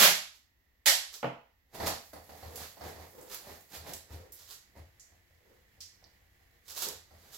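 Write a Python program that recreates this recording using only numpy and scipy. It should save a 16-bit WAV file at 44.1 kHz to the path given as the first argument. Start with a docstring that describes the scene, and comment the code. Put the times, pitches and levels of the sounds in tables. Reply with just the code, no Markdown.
"""A small, bare storeroom: packing tape is ripped off its roll and snapped through; the roll drops.
A hand lays the strip on a cardboard box, pats it and rubs it down; the loose end crinkles and is wiped flat.
Peeling and rubbing are stick-slip pulses coloured by tape and cardboard; pats clack the flaps and make the
hollow box boom. The room rings after every sound; the work is a little to the right of the microphone."""
import sys
import numpy as np
from scipy import signal
from scipy.fft import rfft, irfft, next_fast_len
from scipy.io import wavfile

SR = 44100
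rng = np.random.default_rng(int(sys.argv[2]) if len(sys.argv) > 2 else 0)


def generate_wav(signal):
    """Clip the signal to [-1, 1] and save it as 16-bit WAV at the path in sys.argv[1]."""
    frames = np.transpose(np.atleast_2d(signal))
    scaled = np.clip(frames, -1, 1) * 32767
    pcm = np.round(scaled).astype(np.int16)
    wavfile.write(sys.argv[1], SR, pcm)


N = 325017
LEAD = SR // 5  # samples before time zero: the pull is already under way
TIME = np.arange(-LEAD, N) / SR
BOX_START_S, TOP_HZ = 1.753, 15950

# Diffuse room sound. Each row: frequency in Hz, left-right correlation.
COHERENCE = [(60, 0.98), (200, 0.55), (350, 0.043), (650, .45), (1300, 0), (4000, 0.0031)]


def tape():
    """Glue lets go in a rattle of slips, radiated by the taut strip; then a tear runs across it."""
    # Each: start in s, length in s, level in dB, run-on in dB below it, run-on fade in dB/s.
    pull_gesture = (-0.0177, 0.0692, -16.5, 11, 205)
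    tear_gesture = (.8595, .025, -18.5, 29, 140)
    # Strip peeling and snapping. Each row: frequency in Hz, relative level in dB.
    peel_spectrum = [(53, -49.5), (90, -27), (184, -4.5), (329, -18), (367, -10.5), (519, -8), (566, -3),
                     (617, -4.5), (971, -7), (1600, -3.5), (2260, -2), (5240, -5), (8620, -7), (11200, -6),
                     (15800, -11)]
    snap_spectrum = [(100, -27.5), (250, -17), (470, -15), (570, -1), (800, -3), (1200, -9.5), (1900, 0.5),
                     (2400, -2.5), (3400, 1), (5200, -1), (7500, -0.5), (10000, 0), (12500, -4),
                     (15800, -13.5)]
    pull = room(rip(*pull_gesture) * slips(per_s=1100, spread_db=3), direct_db=-7, spots=6)
    tear = room(rip(*tear_gesture) * slips(per_s=3000, spread_db=5.5), direct_db=-6.5, spots=6)
    return coloured(pull, peel_spectrum) + coloured(tear, snap_spectrum)


def dropped_roll():
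    """The cardboard core knocks on the floor and rocks to rest while a low thud swells under it."""
    # Each row: time in s, level in dB.
    impacts = [(1.229, -33.5), (1.243, -34), (1.255, -40.5)]
    # Core knock. Each row: frequency in Hz, relative level in dB.
    core_spectrum = [(40, -25), (90, -14), (240, -7.5), (370, -11), (480, 1), (600, -3), (720, -2),
                     (1200, -9), (1700, -15.5), (3000, -18), (3600, -29.5), (7000, -46), (15000, -49)]
    # Roll and floor. Each row: frequency in Hz, relative level in dB, T60 in s.
    thud_modes = [(132.3, 0, 0.21), (175, -9.5, 0.28), (235, -6, 0.24), (302, -7, 0.25), (680, -9.5, 0.35)]
    knocks, thud = np.zeros((2, len(TIME)))
    for s, db in impacts:
        add(knocks, s, contact(db, t60_s=0.019))
    t = np.arange(SR // 2) / SR
    ring = sum(amp(db - 60 * t / t60_s) * np.sin(2 * np.pi * (hz * t + rng.random()))
               for hz, db, t60_s in thud_modes)
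    swell = 1 - np.exp(-(t / 0.0315) ** 2)
    add(thud, impacts[0][0], amp(-26) * ring * swell)
    return coloured(room(knocks, direct_db=-2.5), core_spectrum) + thud


def rubbing():
    """Film hisses and cardboard rasps under the hand; loose tape stirs; a fingertip makes the lid groan."""
    # Hand along the box. Each row: peak time in s, length in s, film level in dB, cardboard level in dB.
    rubs = [(1.753, 0.052, -46, -47), (1.838, 0.17, -42.5, -40), (1.873, 0.036, -25, -35),
            (2.436, 0.58, -56.5, -57), (2.613, 0.18, -44, -52), (2.873, 0.19, -50.5, -46.5),
            (3.025, 0.18, -56.5, -53), (3.328, 0.099, -41, -58.5), (3.498, 0.255, -53, -52.5),
            (3.746, 0.091, -42, -52), (3.889, .13, -46.5, -44), (4.133, 0.11, -53, -53),
            (4.777, 0.074, -60, -53.5), (6.879, 0.2, -48, -55), (7.27, 0.52, -61.5, -67)]
    # Tape ticks after the pull, the torn strip flicks, later the loose end is wiped flat.
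    # Each row: peak time in s, length in s, level in dB.
    tape_moves = [(.355, .09, -61.5), (1.145, 0.056, -41), (4.415, 0.2, -53.5), (4.512, .12, -46),
                  (6.706, 0.089, -43.5), (6.777, .07, -35.5), (6.828, .075, -30.5), (7.345, 0.079, -46.5)]
    # Fingertip dragging on the lid; same columns.
    drags = [(2.53, 0.14, -50.5), (3.19, 0.19, -50.5), (3.3, 0.19, -53.5), (4.21, 0.32, -57),
             (4.785, 0.053, -61.5), (5.5, 0.27, -64), (6.87, 0.16, -49.5)]
    # Surfaces. Each row: frequency in Hz, relative level in dB.
    film_spectrum = [(500, -19.5), (1200, -1), (1950, -4), (2800, -4.5), (4000, -1.5), (4550, -1),
                     (5300, -3.5), (7500, -4), (10000, -3), (13000, -3.5), (15800, -9)]
    card_spectrum = [(70, -15.5), (150, -5.5), (250, -3.5), (350, -5), (500, -1), (590, -3), (700, -2),
                     (950, -7.5), (1400, -18), (1850, -9), (2400, -16.5), (5000, -51), (15000, -56)]
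    loose_tape_spectrum = [(100, -37.5), (400, -8.5), (800, -9.5), (1500, -7), (2200, -12.5), (3400, -4.5),
                           (4500, -3), (7500, -2), (10000, -4.5), (12500, -4), (15800, -9)]
    lid_spectrum = [(150, -22.5), (340, -6.5), (420, -7), (510, -0.5), (640, -15), (900, -15),
                    (3000, -30.5)]
    peak_s, length_s, film_db, card_db = np.transpose(rubs)
    hiss = strokes(zip(peak_s, length_s, film_db)) * slips(per_s=3000, spread_db=5.5)
    rasp = strokes(zip(peak_s, length_s, card_db)) * slips(per_s=740, spread_db=2.5)
    loose_tape = strokes(tape_moves) * slips(per_s=3700, spread_db=8)
    groan = strokes(drags) * slips(per_s=230, spread_db=4.5)
    return (coloured(room(hiss, direct_db=-4.5), film_spectrum)
            + coloured(room(rasp, direct_db=-3.5), card_spectrum)
            + coloured(room(loose_tape, direct_db=-3), loose_tape_spectrum)
            + coloured(room(groan, direct_db=-16, spots=2), lid_spectrum))


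def patting():
    """A pat clacks the flaps and pushes the hollow box into a short boom, alike in both channels."""
    # Low room resonance and the hollow box's modes.
    # Each row: frequency in Hz, bandwidth in Hz, relative level in dB.
    boom_modes = [(53.6, 5.3, -3.5), (88.3, 12.6, 13), (159, 53, -27), (271, 70, -6)]
    # Struck flap. Each row: frequency in Hz, relative level in dB.
    flap_spectrum = [(70, -14), (140, -3.5), (270, 0.5), (370, -6), (500, 4.5), (590, 2), (720, 6),
                     (950, -3.5), (1250, -5.5), (1550, -12), (1930, -8.5), (2600, -19.5), (4000, -17.5),
                     (4530, -12), (5300, -17.5), (15000, -40.5)]

    def resonances(hz):
        return sum((-1) ** k * amp(db) * 1j * hz * width_hz / (mode_hz ** 2 - hz ** 2 + 1j * hz * width_hz)
                   for k, (mode_hz, width_hz, db) in enumerate(boom_modes))

    t = np.arange(SR // 4) / SR
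    push = t * amp(-60 * t / 0.0039)
    boom = filtered(push, resonances)
    boom *= np.sqrt(SR / 30) / np.linalg.norm(boom)
    clacks, booms = np.zeros((2, len(TIME)))
    for s, clack_db, thump_db in hand_contacts():
        add(clacks, s, contact(clack_db, t60_s=0.035))
        add(booms, s, amp(thump_db) * boom)
    flaps = coloured(room(clacks, direct_db=-9.5), flap_spectrum)
    return flaps + room(booms, direct_db=-2, spots=1).mean(axis=0)


def hand_contacts(palm_lag_s=0.028, softer_db=4.5, touches_per_s=3.8):
    """Rows of time in s, clack in dB, thump in dB: fingers then palm per pat, and random light touches."""
    # Each row: time in s, finger clack in dB, palm thump in dB.
    pats = [(1.8, -39, -43.5), (1.87, -37, -57), (2.132, -48, -58), (2.293, -51, -60), (2.427, -50, -47.5),
            (2.575, -55, -53.5), (2.769, -55, -76), (2.81, -45.5, -49.5), (2.96, -52.5, -53.5),
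            (3.475, -62, -58), (3.765, -55.5, -53), (3.915, -61, -58), (4.106, -59, -44.5),
            (4.762, -60.5, -50), (6.026, -66.5, -68), (7.11, -61.5, -59.5)]
    fingers = [(s, clack_db, thump_db - softer_db) for s, clack_db, thump_db in pats]
    palms = [(s + palm_lag_s, clack_db - softer_db, thump_db) for s, clack_db, thump_db in pats]
    touches = []
    for slot_s in np.arange(BOX_START_S, TIME[-1], 1 / touches_per_s):
        s = slot_s + rng.random() / touches_per_s
        force_db = rng.uniform(-6, 6)
        touches.append((s, -75.5 + force_db, -68.5 + force_db))
    return fingers + palms + touches


def crinkling():
    """The film buckles with a crack; dent size sets its brightness, and harder cracks are broader."""
    # Each row: time in s, level in dB, centre in Hz, direct sound in dB re the echo.
    buckles = [(1.14, -49, 5000, -1), (2.134, -55.5, 9700, -5), (2.557, -43, 9000, -8),
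               (3.212, -56, 8700, -3), (3.345, -44, 9800, -1), (3.935, -41.5, 8400, -1),
               (4.321, -47.5, 11400, -12), (4.997, -54.5, 7100, -9), (5.805, -47, 5730, -17),
               (6.041, -63, 4770, 2.5), (6.886, -43.5, 7050, 8)]
    out = np.zeros((2, len(TIME)))
    hz = np.geomspace(100, TOP_HZ, num=40)
    for s, db, centre_hz, direct_db in buckles:
        width_octaves = 0.43 * 2 ** ((db + 53) / 9)  # doubles every 9 dB
        dent_db = -20 * np.log10(1 + (np.log2(hz / centre_hz) / width_octaves) ** 2)
        crack = np.pad(contact(db, t60_s=0.03), (0, SR // 2))
        add(out, s, coloured(room(crack, direct_db), np.column_stack([hz, dent_db])))
    return out


def fizzing(start_s=1.95, end_s=3.6, fade_20db_s=0.44):
    """Tiny bonds of glue make and break while the hand bears on the fresh strip."""
    # Each row: frequency in Hz, relative level in dB.
    glue_spectrum = [(2000, -23), (6000, -7.5), (10000, -2.5), (15800, -2)]
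    outside_s = np.abs(TIME - np.clip(TIME, start_s, end_s))
    pressure = amp(-60.5 - 20 * outside_s / fade_20db_s) * (TIME > BOX_START_S)
    bonds = pressure * slips(per_s=720, spread_db=5.5)
    return coloured(room(bonds, direct_db=-4.5, spots=2), glue_spectrum)


def raised_background():
    """Low rumble, a faint 2 kHz whirr and hiss rise once work on the box begins."""
    # Each row: frequency in Hz, relative level in dB.
    rumble_spectrum = [(25, -4), (55, 11.5), (100, 8), (250, -1.5), (500, -3.5), (1200, -10), (1930, 2),
                       (2500, -6.5), (5000, -13), (15000, -13)]
    noise = slips(per_s=950, spread_db=5) * (TIME > BOX_START_S)
    return amp(-69) * coloured(room(noise, direct_db=-14.5, spots=2), rumble_spectrum)


def background():
    """Faint room rumble and microphone hiss; the channels share the bass."""
    # Each row: frequency in Hz, relative level in dB.
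    quiet_spectrum = [(25, -9), (58, 4.5), (90, -3), (135, -15.5), (260, -14), (500, -20), (1550, -24),
                      (1930, -10), (2300, -22), (5000, -27.5), (9000, -33), (12500, -26.5), (15800, -26.5)]
    noise = coloured(rng.standard_normal((3, len(TIME))), quiet_spectrum)
    common = filtered(noise[0], lambda hz: np.sqrt(along(COHERENCE, hz)))
    separate = filtered(noise[1:], lambda hz: np.sqrt(1 - along(COHERENCE, hz)))
    return amp(-72) * (common + separate)


def rip(start_s, length_s, db, run_on_db, fade_db_per_s):
    """Gain of a rip: it bites, holds, lets go and runs on faintly as the tape slackens."""
    attack_20db_s, release_20db_s = 0.002, 0.032
    early_s = np.maximum(start_s - TIME, 0)
    late_s = np.maximum(TIME - start_s - length_s, 0)
    release_db = np.minimum(20 * late_s / release_20db_s, run_on_db + fade_db_per_s * late_s)
    return amp(db - 20 * early_s / attack_20db_s - release_db)


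def strokes(rows, swell_share=0.53, roundness=1.4):
    """Gain of strokes: each swells to its peak and lets go, 20 dB down at both ends."""
    power = np.zeros(len(TIME))
    t = np.arange(-LEAD, 2 * LEAD) / SR
    for peak_s, length_s, db in rows:
        from_peak = np.maximum(-t / swell_share, t / (1 - swell_share)) / length_s
        add(power, peak_s + t[0], amp(db - 20 * from_peak ** roundness) ** 2)
    return np.sqrt(power)


def slips(per_s, spread_db):
    """Pulses of random time, size and sign, as in stick-slip; rms 1."""
    hit = rng.random(len(TIME)) < per_s / SR
    size = amp(spread_db * np.clip(rng.standard_normal(len(TIME)), -2, 2))
    pulses = hit * size * rng.choice([-1, 1], len(TIME))
    return pulses / np.sqrt(np.mean(pulses ** 2) + 1e-20)


def contact(db, t60_s):
    """A dying burst of roughness; db is its energy spread over 1/30 s."""
    t = np.arange(SR // 20) / SR
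    burst = rng.standard_normal(len(t)) * amp(-60 * t / t60_s)
    return amp(db) * burst * np.sqrt(SR / 30) / np.linalg.norm(burst)


def room(x, direct_db, spots=4):
    """Scatter a white excitation over several spots, each with its own echo."""
    spot = rng.integers(spots, size=len(x))
    return sum(signal.oaconvolve((x * (spot == k))[None], echo(direct_db), axes=1)[:, :len(x)]
               for k in range(spots))


def echo(direct_db):
    """Stereo response from one spot: direct sound and a dense tail off the walls."""
    # Each row: frequency in Hz, T60 in s.
    wall_decay = [(80, 0.33), (300, 0.29), (900, 0.37), (4500, 0.43), (8000, 0.38), (12000, .34),
                  (16000, 0.23)]
    hz, t, bands = signal.stft(rng.standard_normal((2, SR // 2)), SR, nperseg=512)
    decay = amp(-60 * t / along(wall_decay, hz)[:, None])
    width_rad = np.arccos(along(COHERENCE, hz)) / 2
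    mid_side_gain = np.array([np.cos(width_rad), np.sin(width_rad)])[:, :, None]
    mid, side = signal.istft(bands * decay * mid_side_gain, SR, nperseg=512)[1]
    response = np.array([mid + side, mid - side])
    response /= np.linalg.norm(response[0])
    shade = np.exp(-np.arange(16) / 2)  # the shaded left side loses direct treble
    response[0, :len(shade)] += amp(direct_db) * shade / shade.sum()
    response[1, 0] += amp(direct_db)
    return response * np.sqrt(2) / np.linalg.norm(response)


def coloured(x, spectrum):
    """Minimum-phase filter with this spectrum; keeps the power of white noise."""
    def response(hz):
        cepstrum = irfft(np.log(amp(along(spectrum, hz))))
        half = len(cepstrum) // 2
        cepstrum[1:half] *= 2
        cepstrum[half + 1:] = 0
        gain = np.exp(rfft(cepstrum))
        return gain / np.sqrt(np.mean(np.abs(gain) ** 2))
    return filtered(x, response)


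def filtered(x, response):
    """Apply response(hz) by FFT."""
    size = 2 * next_fast_len(x.shape[-1] // 2 + SR // 8, True)
    hz = np.fft.rfftfreq(size, 1 / SR)
    return irfft(rfft(x, size) * response(hz), size)[..., :x.shape[-1]]


def along(points, hz):
    """Interpolate rows of Hz and value on a log frequency axis."""
    points_hz, values = np.transpose(points)
    return np.interp(np.log(hz + 1), np.log(points_hz + 1), values)


def add(out, s, x):
    """Mix x in at time s."""
    part = out[..., LEAD + round(s * SR):][..., :x.shape[-1]]
    part += x[..., :part.shape[-1]]


def amp(db):
    """Decibels to gain."""
    return 10 ** (np.asarray(db) / 20)


def scene():
    """Pull, tear, drop the roll, then tape the box."""
    work = tape() + dropped_roll() + rubbing() + fizzing() + patting() + crinkling()
    return (work + background() + raised_background())[:, LEAD:]


def record(dry):
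    """Stereo microphone: more treble on the right, a dip near 9 kHz and a steep band limit."""
    # Each row: frequency in Hz, gain in dB.
    treble_dip = [(7800, 0.5), (8300, -6.5), (10000, -4.5), (11500, 1)]
    # Each row: frequency in Hz, left minus right in dB.
    balance = [(110, 1.5), (400, 1.5), (700, -3.5), (1300, -3.5), (2400, -2), (4400, -7), (8100, -2.5),
               (15000, -6)]

    def response(hz):
        gain_db = along(treble_dip, hz) + along(balance, hz) * np.array([[0.5], [-0.5]])
        return amp(gain_db) / np.sqrt(1 + (hz / TOP_HZ) ** 300)
    return filtered(dry, response)


dry = scene()
out = record(dry)
generate_wav(out)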